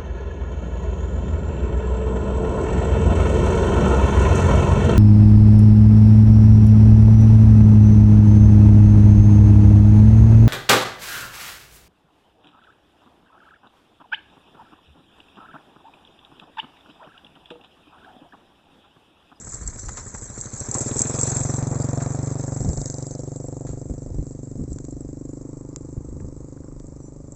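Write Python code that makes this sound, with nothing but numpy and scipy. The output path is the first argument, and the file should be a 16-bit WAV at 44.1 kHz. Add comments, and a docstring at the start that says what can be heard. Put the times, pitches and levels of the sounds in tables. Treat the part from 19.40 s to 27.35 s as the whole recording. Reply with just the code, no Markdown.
"""In an open field a single-cylinder engine idles close by, is throttled up, shudders as it sets off and drives slowly away.
Each firing puffs gas and rings the exhaust, with noise for gas rasp, gears and frame, and a metallic tick.
Loose parts ring as they rattle over a high hiss. Throttle, shudder, direction and distance set the engine's levels.
Wind buffets the microphone with shaped noise, dry stubble snaps, dry knocks clatter and a bird whistles faintly."""
import sys
import numpy as np
from scipy import signal
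from scipy.fft import rfft, irfft, next_fast_len
from scipy.io import wavfile
from scipy.ndimage import uniform_filter1d

SR = 44100
rng = np.random.default_rng(int(sys.argv[2]) if len(sys.argv) > 2 else 0)


def pcm_store(signal):
    """Save signal as 16-bit PCM."""
    levels = np.round(np.clip(np.atleast_2d(signal), -1, 1) * 32767)
    wavfile.write(sys.argv[1], SR, levels.astype(np.int16).T)


N = 350683
TIME = np.arange(N) / SR


def from_db(db):
    """Turn decibels into an amplitude factor."""
    return 10 ** (np.asarray(db) / 20)


def rms_one(x):
    """Scale a signal to an average strength (rms) of 1."""
    return x / np.sqrt(np.mean(x ** 2) + 1e-20)


def in_time(rows):
    """Join each column of a time table by straight lines."""
    s, *columns = np.transpose(rows)
    return [np.interp(TIME, s, column) for column in columns]


def butter(x, hz, kind, order=2):
    """Low-pass or high-pass filter that never looks ahead."""
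    return signal.sosfilt(signal.butter(order, hz, kind, fs=SR, output="sos"), x)


def coloured(x, spectrum):
    """Weight a signal's frequencies by a spectrum table; rms 1."""
    hz, db = np.transpose(spectrum)
    size = next_fast_len(N + SR // 10)
    bins = np.maximum(np.fft.rfftfreq(size, 1 / SR), 1)
    gain = from_db(np.interp(np.log(bins), np.log(hz), db, left=-60, right=-90))
    return rms_one(irfft(rfft(x, size) * gain, size)[:N])


def white():
    """Noise with all frequencies equally strong."""
    return rng.standard_normal(N)


def drift(rate):
    """Random wandering with `rate` turning points per second and a spread of 1."""
    knots = rng.standard_normal(4000)
    return rms_one(np.interp(TIME * rate, np.arange(len(knots)), knots))


def die_away(clicks, decay_s):
    """Each click starts an exponential decay of its own height."""
    return signal.lfilter([1], [1, -np.exp(-1 / (decay_s * SR))], clicks + 1e-18)


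def bell(s, half_s):
    """A smooth rise and fall around one moment."""
    return np.exp(-np.minimum(((TIME - s) / half_s) ** 2, 40))


def firings(uneven_db):
    """One click per engine cycle, each a little different in strength."""
    # engine speed: t/s, firings per s
    speed = [(0.0, 14.37), (0.75, 12.58), (1.26, 13.06), (1.42, 18.87), (1.6, 21.88), (1.9, 22.77),
             (2.62, 23.0), (2.88, 24.28), (3.2, 23.78), (3.7, 23.86), (4.5, 24.32), (5.68, 24.34),
             (6.0, 25.22), (7.95, 25.03)]
    cycles = np.cumsum(in_time(speed)[0]) / SR
    at = np.flatnonzero(np.diff(np.floor(cycles)))
    clicks = np.zeros(N)
    clicks[at] = from_db(uneven_db * rng.standard_normal(len(at)))
    return clicks


def part_levels():
    """Level in dB of each engine part over time, from throttle, shudder, direction and distance."""
    # throttle opening: t/s, share 0-1
    opening = [(0.6, 0.0), (1.2, 0.43), (1.42, 0.75), (1.65, 0.63), (2.4, 0.99), (4.7, 0.96), (5.7, 1),
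               (7.95, 0.94)]
    # engine parts: level/dB idling at the nearest point,
    # then change/dB by full throttle, by the shudder, by facing, by turning away,
    # and loss/dB per doubling of distance
    part_db = { "boom": (-8, 15, 2.5, -2, -0.5, 7), "puff": (-35.5, 19.5, 3, -1, -0.5, 3.5),
               "rasp": (-51, 12, 8, -1.5, -4, 8.5), "gears": (-51, 0.4, 6.5, 1.5, -13, 6),
               "hiss": (-38, -2, 10, 5.5, -4, 7), "frame": (-70, 6, 16, -5, -13.5, 5.5),
               "tick": (-61, 10.5, -11, 15, -3.5, 6.5), }
    # the engine waits short of the microphone, then passes it in a straight line
    sets_off_s, short_of_m, passes_at_m, drive_m_per_s = 1.573, 1.95, 2.2, 2.74
    # the frame shudders while the drive takes up the load
    start_s, attack_s, hold_s, release_s = 0.98, 0.61, 0.29, 0.41
    throttle = np.clip(in_time(opening)[0], 0, 1)
    along_m = drive_m_per_s * np.maximum(TIME - sets_off_s, 0) - short_of_m
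    doublings = np.log2(np.hypot(along_m, passes_at_m) / passes_at_m)
    shudder = np.interp(TIME, np.cumsum([start_s, attack_s, hold_s, release_s]), [0, 1, 1, 0])
    # after the pass, the engine's open side faces the microphone for a moment
    facing = np.exp(-((TIME - 3.535) / 0.32) ** 2)
    # the microphone turns away and every part becomes weaker
    away = (1 + np.tanh((TIME - 3.58) / 0.33)) / 2
    levels = {}
    for part, (idle_db, throttle_db, shudder_db, facing_db, away_db, loss_db) in part_db.items():
        level = idle_db + throttle_db * throttle + shudder_db * shudder
        levels[part] = level + facing_db * facing + away_db * away - loss_db * doublings
    return levels


def exhaust(fired, level_db, puff_s, lag_s, scatter_db):
    """Each firing sends out a rounded puff; the suction behind it rings the pipe's resonances."""
    # resonances (two of boom, one of bark, two middle, three of edge):
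    # f/Hz before tuning, width/Hz, relative level/dB, swell/s
    pipe = [(124.7, 58.7, -12.5, 0.0026), (161.4, 32.6, -17, 0.0087), (273.3, 65.4, -21, 0.0014),
            (387.7, 79, -28, 0.0022), (513.7, 74, -26.5, 0.0029), (615.5, 50, -37, 0.0012),
            (713.6, 45.3, -38.5, 0.0026), (855, 55, -44.5, 0.0031)]
    # tone above the boom: t/s, pitch factor of the bark, pitch factor of middle and edge,
    # change/dB of bark, of middle, of edge
    pipe_tone = [(1.1, 0.77, 0.78, 1, 2, 1), (1.55, 0.88, 0.79, 4.5, 8, -1.5),
                 (2.0, 0.86, 1.04, -2.5, -1.5, -3.5), (2.45, 0.87, 0.9, -0.5, -4, 2.5),
                 (2.9, 0.91, 1.035, -2.5, -1, 1.5), (3.65, 0.96, 0.97, 1.5, 6.5, 4),
                 (4.2, 0.98, 0.95, 3, 8, 7), (5.05, 0.93, 0.95, 4, 0.5, -3),
                 (5.7, 1.0, 0.96, 10.5, 2, -1.5), (6.6, 1, 0.93, 6, 2.5, -12.5),
                 (7.95, 0.96, 1.06, 5.5, 4, -1.5)]
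    puff_lead_s = 0.00032  # the puff peaks just before the pipe starts to ring
    age = np.arange(-SR // 200, SR // 12) / SR
    since = np.maximum(age, 0)
    hz, width, db, swell = np.transpose(pipe)[:, :, None]
    mode = np.arange(len(pipe))[:, None]
    # the slow second boom swings the opposite way
    swing = np.where(mode == 1, 1, -1)
    rings = swing * from_db(db) * np.exp(-np.pi * width * since) * (1 - np.exp(-since / swell))
    puff = np.exp(-np.minimum(((age + puff_lead_s) / puff_s) ** 2 / 2, 40))
    # the boom's pitch rises as the gas heats under load
    cold_tuning, hot_tuning, heating_from_s, heating_s = 0.85, 0.97, 1, 0.37
    still_cold = np.exp(-np.maximum(TIME - heating_from_s, 0) / heating_s)
    tuning = hot_tuning + (cold_tuning - hot_tuning) * still_cold
    bark_glide, glide, bark, middle, edge = in_time(pipe_tone)
    out = np.zeros(N + len(age))
    for i in np.flatnonzero(fired):
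        tone_db = np.repeat([0, bark[i], middle[i], edge[i]], [2, 1, 2, 3])[:, None]
        # the higher resonances vary more from puff to puff
        chance_db = scatter_db * hz / hz.max() * rng.standard_normal(hz.shape)
        levels = level_db["boom"][i] + tone_db + chance_db
        pitches = hz * np.repeat([tuning[i], bark_glide[i], glide[i]], [2, 1, 5])[:, None]
        ringing = np.sum(from_db(levels) * rings * np.sin(2 * np.pi * pitches * since), axis=0)
        out[i:i + len(age)] += fired[i] * (from_db(level_db["puff"][i]) * puff + ringing)
    return np.interp(TIME - age[0] - lag_s, TIME, out[:N])


def ticks(fired, level_db, lag_s):
    """Combustion knock: a short burst of bright noise after each firing, uneven in strength."""
    # spectrum: f/Hz, level/dB per Hz
    tick_spectrum = [(3000, -51.5), (3800, -14.5), (4300, -16.5), (5100, -5), (5900, -8), (7500, 2.5),
                     (8700, -33.5)]
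    knock = np.interp(TIME - lag_s, TIME, die_away(fired, 0.0015)) * from_db(1.6 * drift(25))
    softened = butter(knock, 250, "low", order=1)
    return from_db(level_db) * coloured(white() * softened, tick_spectrum)


def surging(fired, spectrum, throb, decay_s, rough_db):
    """Rough noise that surges just after each firing; rms 1."""
    stroke = (1 + throb * die_away(fired, decay_s)) * from_db(rough_db * drift(180))
    return coloured(white() * stroke, spectrum)


def gas_rasp(fired, level_db):
    """Gas noise surges with each firing, with extra level in a few spluttering strokes."""
    # spectrum: f/Hz, level/dB per Hz
    rasp_spectrum = [(200, -1.5), (400, 4), (570, 3), (720, 1.5), (950, -3.5), (1280, -7.5), (1700, -20.5),
                     (2500, -24.5)]
    # spluttering strokes: t/s, half length/s, added level/dB
    splutters = [(1.365, 0.025, 7), (2.332, 0.015, 7.5), (2.612, 0.017, 2)]
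    extra_db = sum(db * bell(s, half_s) for s, half_s, db in splutters)
    noise = surging(fired, rasp_spectrum, throb=0.98, decay_s=0.0035, rough_db=2.0)
    return from_db(level_db + extra_db) * noise


def gears(fired, level_db):
    """Gear noise surges with each firing."""
    # spectrum: f/Hz, level/dB per Hz
    gear_spectrum = [(900, 1.5), (1400, 1.5), (1800, 0), (2250, -7.5), (2800, -25.5), (6000, -31)]
    return from_db(level_db) * surging(fired, gear_spectrum, throb=0.86, decay_s=0.0081, rough_db=3.0)


def frame(fired, level_db):
    """The shuddering frame clatters with every stroke, as strongly surging noise."""
    # spectrum: f/Hz, level/dB per Hz
    frame_spectrum = [(1900, -16), (2450, 2.5), (3000, -12.5), (3450, -1.5), (4150, -3), (4600, -22)]
    return from_db(level_db) * surging(fired, frame_spectrum, throb=2.5, decay_s=0.0058, rough_db=3.0)


def patchy(x, patchy_db):
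    """Narrow bands swell and fade on their own for a few hundredths of a second; rms 1."""
    bands = signal.stft(x, nperseg=512)[2]
    patches = uniform_filter1d(rng.standard_normal(bands.shape), size=4, axis=0)  # across pitch
    patches = uniform_filter1d(patches, size=5, axis=1)  # along time
    return rms_one(signal.istft(bands * from_db(patchy_db * rms_one(patches)))[1][:N])


def high_hiss(fired, level_db):
    """A patchy high hiss surges with each firing."""
    # spectrum: f/Hz, level/dB per Hz
    hiss_spectrum = [(2000, -59.5), (3000, -38), (3600, -30.5), (4150, -22.5), (4600, -24.5), (5500, -16.5),
                     (6400, -8), (6850, -9.5), (7300, -2), (7650, 0.5), (8000, -14), (8400, -40.5),
                     (8900, -62)]
    noise = surging(fired, hiss_spectrum, throb=0.93, decay_s=0.0079, rough_db=3.0)
    return from_db(level_db) * patchy(noise, patchy_db=4.0)


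def metal(clicks, scatter_db):
    """Every contact rings the metal's modes with strengths of its own, a little flat, true or sharp."""
    # loose metal parts: f/Hz at true pitch, relative level/dB, time to fall by 60 dB/s
    modes = [(5200, -30, 0.02), (6150, -11.5, 0.029), (6580, -8, 0.02), (7000, -0.5, 0.014),
             (7490, -1, 0.022), (7566, -4, 0.048), (7500, -19.5, 0.017)]
    pitch_spread = 0.014  # parts are alike but not equal: share by which their pitches differ
    out, at = 0, np.flatnonzero(clicks)
    for hz, db, t60 in modes:
        strengths = clicks[at] * from_db(db + scatter_db * rng.standard_normal(len(at)))
        dealt = rng.integers(-1, 2, len(at))
        r = from_db(-60 / (t60 * SR))  # what is left after one sample
        for step in (-1, 0, 1):
            w = 2 * np.pi * hz * (1 + pitch_spread * step) / SR
            hits = np.full(N, 1e-18)
            hits[at] += strengths * (dealt == step)
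            out = out + signal.lfilter([1], [1, -2 * r * np.cos(w), r * r], hits)
    return butter(signal.lfilter([.5, 0, -.5], [1], out), 5280, "high", order=4)


def rattle(level_db, grains_per_s, grain_db):
    """Loose parts touch at random with similar force, louder and softer in uneven spells."""
    sizes = from_db(grain_db * np.minimum(rng.exponential(1, N), 4)) * rng.choice([-1, 1], N)
    touches = sizes * (rng.random(N) < grains_per_s / SR)
    return from_db(level_db - 4.0 + 2.9 * drift(15)) * rms_one(metal(touches, scatter_db=9.0))


def clinks(gain_db, chatter, rise_s):
    """A hard contact on loose metal, in a burst of lighter ones that builds quickly and dies away."""
    # metallic clinks and rattle bursts: t/s, strength/dB before the gain, chatter decay/s
    contacts = [(0.276, -12, 0.00084), (1.012, -10.5, 0.0014), (1.203, -17, 0.006), (1.2603, -21, 0.00076),
                (1.3134, -12, 0.0023), (1.3425, -7.5, 0.0077), (1.384, -10, 0.0015), (1.406, -12.5, 0.016),
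                (1.486, -16, 0.0053), (1.5668, -15.5, 0.03), (1.5925, -5.5, 0.004), (1.6179, -1.5, 0.0017),
                (1.7905, -14, 0.012), (1.812, -10, 0.0038), (1.832, -8.5, 0.0086), (1.868, -21, 0.011),
                (1.902, -15.5, 0.0063), (5.33, -28, 0.0037), (5.509, -33, 0.0046), (3.332, -36, 0.00085),
                (7.468, -33.5, 0.00087), (7.921, -32, 0.0017)]
    clicks, shaking = np.zeros((2, N))
    for s, db, chatter_s in contacts:
        strength = from_db(db + gain_db)
        clicks[round(s * SR)] = strength
        distance = np.maximum((s - TIME) / rise_s, (TIME - s) / chatter_s)
        shaking += strength * np.exp(-np.minimum(distance, 20))
    return metal(clicks + chatter * white() * shaking, scatter_db=1.0)


def far_band(fired):
    """A soft band of noise near 1 kHz surges with the firings and comes up once the engine is far off."""
    # level: t/s, level/dB
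    band_level = [(5.5, -78), (6.1, -62.5), (7.95, -65)]
    # spectrum: f/Hz, level/dB per Hz
    band_spectrum = [(720, -12), (820, 4.5), (1200, 1), (1700, -20), (2500, -22)]
    noise = surging(fired, band_spectrum, throb=0.63, decay_s=0.0098, rough_db=2.0)
    return from_db(in_time(band_level)[0]) * noise


def wind():
    """A lumpy rumble swells around each buffet, a low thump of noise with its own share of flutter."""
    # buffets: t/s, half length/s, thump level/dB, level/dB of the flutter above it
    buffets = [(0.27, 0.037, -30.5, -53), (0.476, 0.024, -30, -56), (3.214, 0.014, -29.5, -25),
               (3.285, 0.036, -24.5, -21.5), (3.392, 0.028, -29.5, -32.5), (4.318, 0.047, -33.5, -46),
               (4.51, 0.019, -27.5, -28.5), (4.72, 0.049, -31, -42), (4.798, 0.027, -24, -34),
               (5.211, 0.032, -36.5, -29), (5.32, 0.025, -31, -37.5), (5.652, 0.035, -37, -58),
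               (6.582, 0.0068, -24.5, -29.5), (6.72, 0.068, -34.5, -48), (6.841, 0.059, -36, -36),
               (7.39, 0.085, -46, -58)]
    # spectra of rumble, thump and flutter: f/Hz, level/dB per Hz
    rumble_spectrum = [(12, -23), (25, 10.5), (50, 6.5), (90, 3.5), (180, -31.5), (400, -38.5), (1000, -84)]
    thump_spectrum = [(15, -4.5), (45, 5.5), (100, -2), (200, -15), (400, -29)]
    flutter_spectrum = [(60, -1.5), (140, 2), (250, -2), (420, -11.5), (900, -38), (2500, -58.5)]
    calm_db, swell_db, swell_half_s = -47.5, -48.5, 0.14

    def eddies(spectrum):
        """Coloured noise with its own level evened out."""
        noise = coloured(white(), spectrum)
        return noise / np.sqrt(uniform_filter1d(noise ** 2, size=SR // 30) + 1e-3)

    thump = sum(from_db(db) * bell(s, half) for s, half, db, _ in buffets)
    flutter = sum(from_db(db) * bell(s, half) for s, half, _, db in buffets)
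    swell = np.max([bell(s, swell_half_s) for s, *_ in buffets], axis=0)
    rumble = (from_db(calm_db) + from_db(swell_db) * swell) * coloured(white(), rumble_spectrum)
    return rumble + thump * eddies(thump_spectrum) + flutter * eddies(flutter_spectrum)


def snaps():
    """Dry stubble snaps: short bursts of noise with a dull body and a bright crack."""
    # snaps and scuffs: t/s, level/dB, decay/s, level/dB of the crack against the body
    breaks = [(0.485, -30, 0.00095, 2.5), (0.491, -34.5, 0.0047, 3.5), (0.571, -35.5, 0.019, 4.5),
              (0.748, -34.5, 0.0071, -19), (1.35, -33, 0.015, -2), (2.603, -38, 0.049, -6),
              (4.267, -50, 0.047, 4.5), (5.386, -43.5, 0.0013, 10.5), (5.45, -50.5, 0.0015, 15.5),
              (6.361, -40.5, 0.0012, 16.5), (6.801, -46, 0.0038, -16.5), (7.399, -42, 0.00081, 6.5)]
    # spectra of body and crack: f/Hz, level/dB per Hz
    body_spectrum = [(300, -12), (900, 5), (1600, -1.5), (2300, -9.5), (3000, -24.5), (5000, -19.5)]
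    crack_spectrum = [(2000, -17.5), (3000, -19.5), (4100, -12), (5200, -13), (7500, 5.5), (8600, -28.5)]
    body, crack = np.zeros((2, N))
    for s, db, decay, bright_db in breaks:
        burst = from_db(db) * (TIME >= s) * np.exp(-np.clip((TIME - s) / decay, 0, 30))
        body += burst
        crack += from_db(bright_db) * burst
    body, crack = body * white(), crack * white()
    # colouring sets rms 1, so give each its strength back
    return np.std(body) * coloured(body, body_spectrum) + np.std(crack) * coloured(crack, crack_spectrum)


def clacks(t60_s):
    """A faint clatter of dry knocks, each ringing briefly at its own pitch."""
    # knocks: t/s, peak level/dB, f/Hz
    knocks = [(7.175, -47, 1460), (7.236, -51, 1480), (7.278, -50, 1380), (7.317, -47, 1150)]
    out = 0
    for s, db, hz in knocks:
        age = np.clip(TIME - s, 0, 2 * t60_s)
        fade = from_db(db - 60 * age / t60_s) * (age < 2 * t60_s)
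        out = out + fade * np.sin(2 * np.pi * hz * age)
    return out


def bird(waver_hz):
    """Thin, faint gliding whistles with an unsteady pitch."""
    # notes: t/s, length/s, start f/Hz and end f/Hz before the waver, level/dB
    notes = [(7.564, 0.085, 6300, 5850, -65), (7.613, 0.09, 5780, 6060, -58),
             (7.606, 0.11, 7430, 7050, -54)]
    out, waver = 0, waver_hz * drift(150)
    for s, length, start_hz, end_hz, db in notes:
        part = np.clip((TIME - s) / length, 0, 1)
        pitch_hz = start_hz + (end_hz - start_hz) * part + waver
        whistle = np.sin(2 * np.pi * np.cumsum(pitch_hz) / SR)
        out = out + from_db(db) * np.sin(np.pi * part) * whistle
    return out


def still_air():
    """A steady, soft background noise."""
    # spectrum: f/Hz, level/dB per Hz
    air_spectrum = [(40, 2), (200, -6.5), (500, -15.5), (720, -25.5), (1100, -42.5), (2000, -40.5),
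                    (3200, -54), (8000, -29)]
    return from_db(-47.0) * coloured(white(), air_spectrum)


def scene():
    """Add up the engine and its rattle, stubble, knocks, bird, wind and still air."""
    fired, level_db = firings(uneven_db=-0.5), part_levels()
    engine = exhaust(fired, level_db, puff_s=0.00051, lag_s=0.00081, scatter_db=3.5)
    engine += ticks(fired, level_db["tick"], lag_s=0.00023)
    engine += gas_rasp(fired, level_db["rasp"])
    engine += gears(fired, level_db["gears"]) + frame(fired, level_db["frame"])
    engine += high_hiss(fired, level_db["hiss"]) + far_band(fired)
    # the rattle follows the hiss's level
    loose = rattle(level_db["hiss"], grains_per_s=690, grain_db=-0.5)
    loose += clinks(gain_db=-11.5, chatter=0.1, rise_s=0.0008)
    field = wind() + snaps() + clacks(t60_s=0.015) + bird(waver_hz=44.5) + still_air()
    return (engine + loose + field)[None]


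def record(dry):
    """A steep filter holds everything from 8900 Hz upward at least 55 dB down."""
    return signal.sosfilt(signal.cheby2(18, 55, 8900, fs=SR, output="sos"), dry)


dry = scene()
out = record(dry)
pcm_store(out)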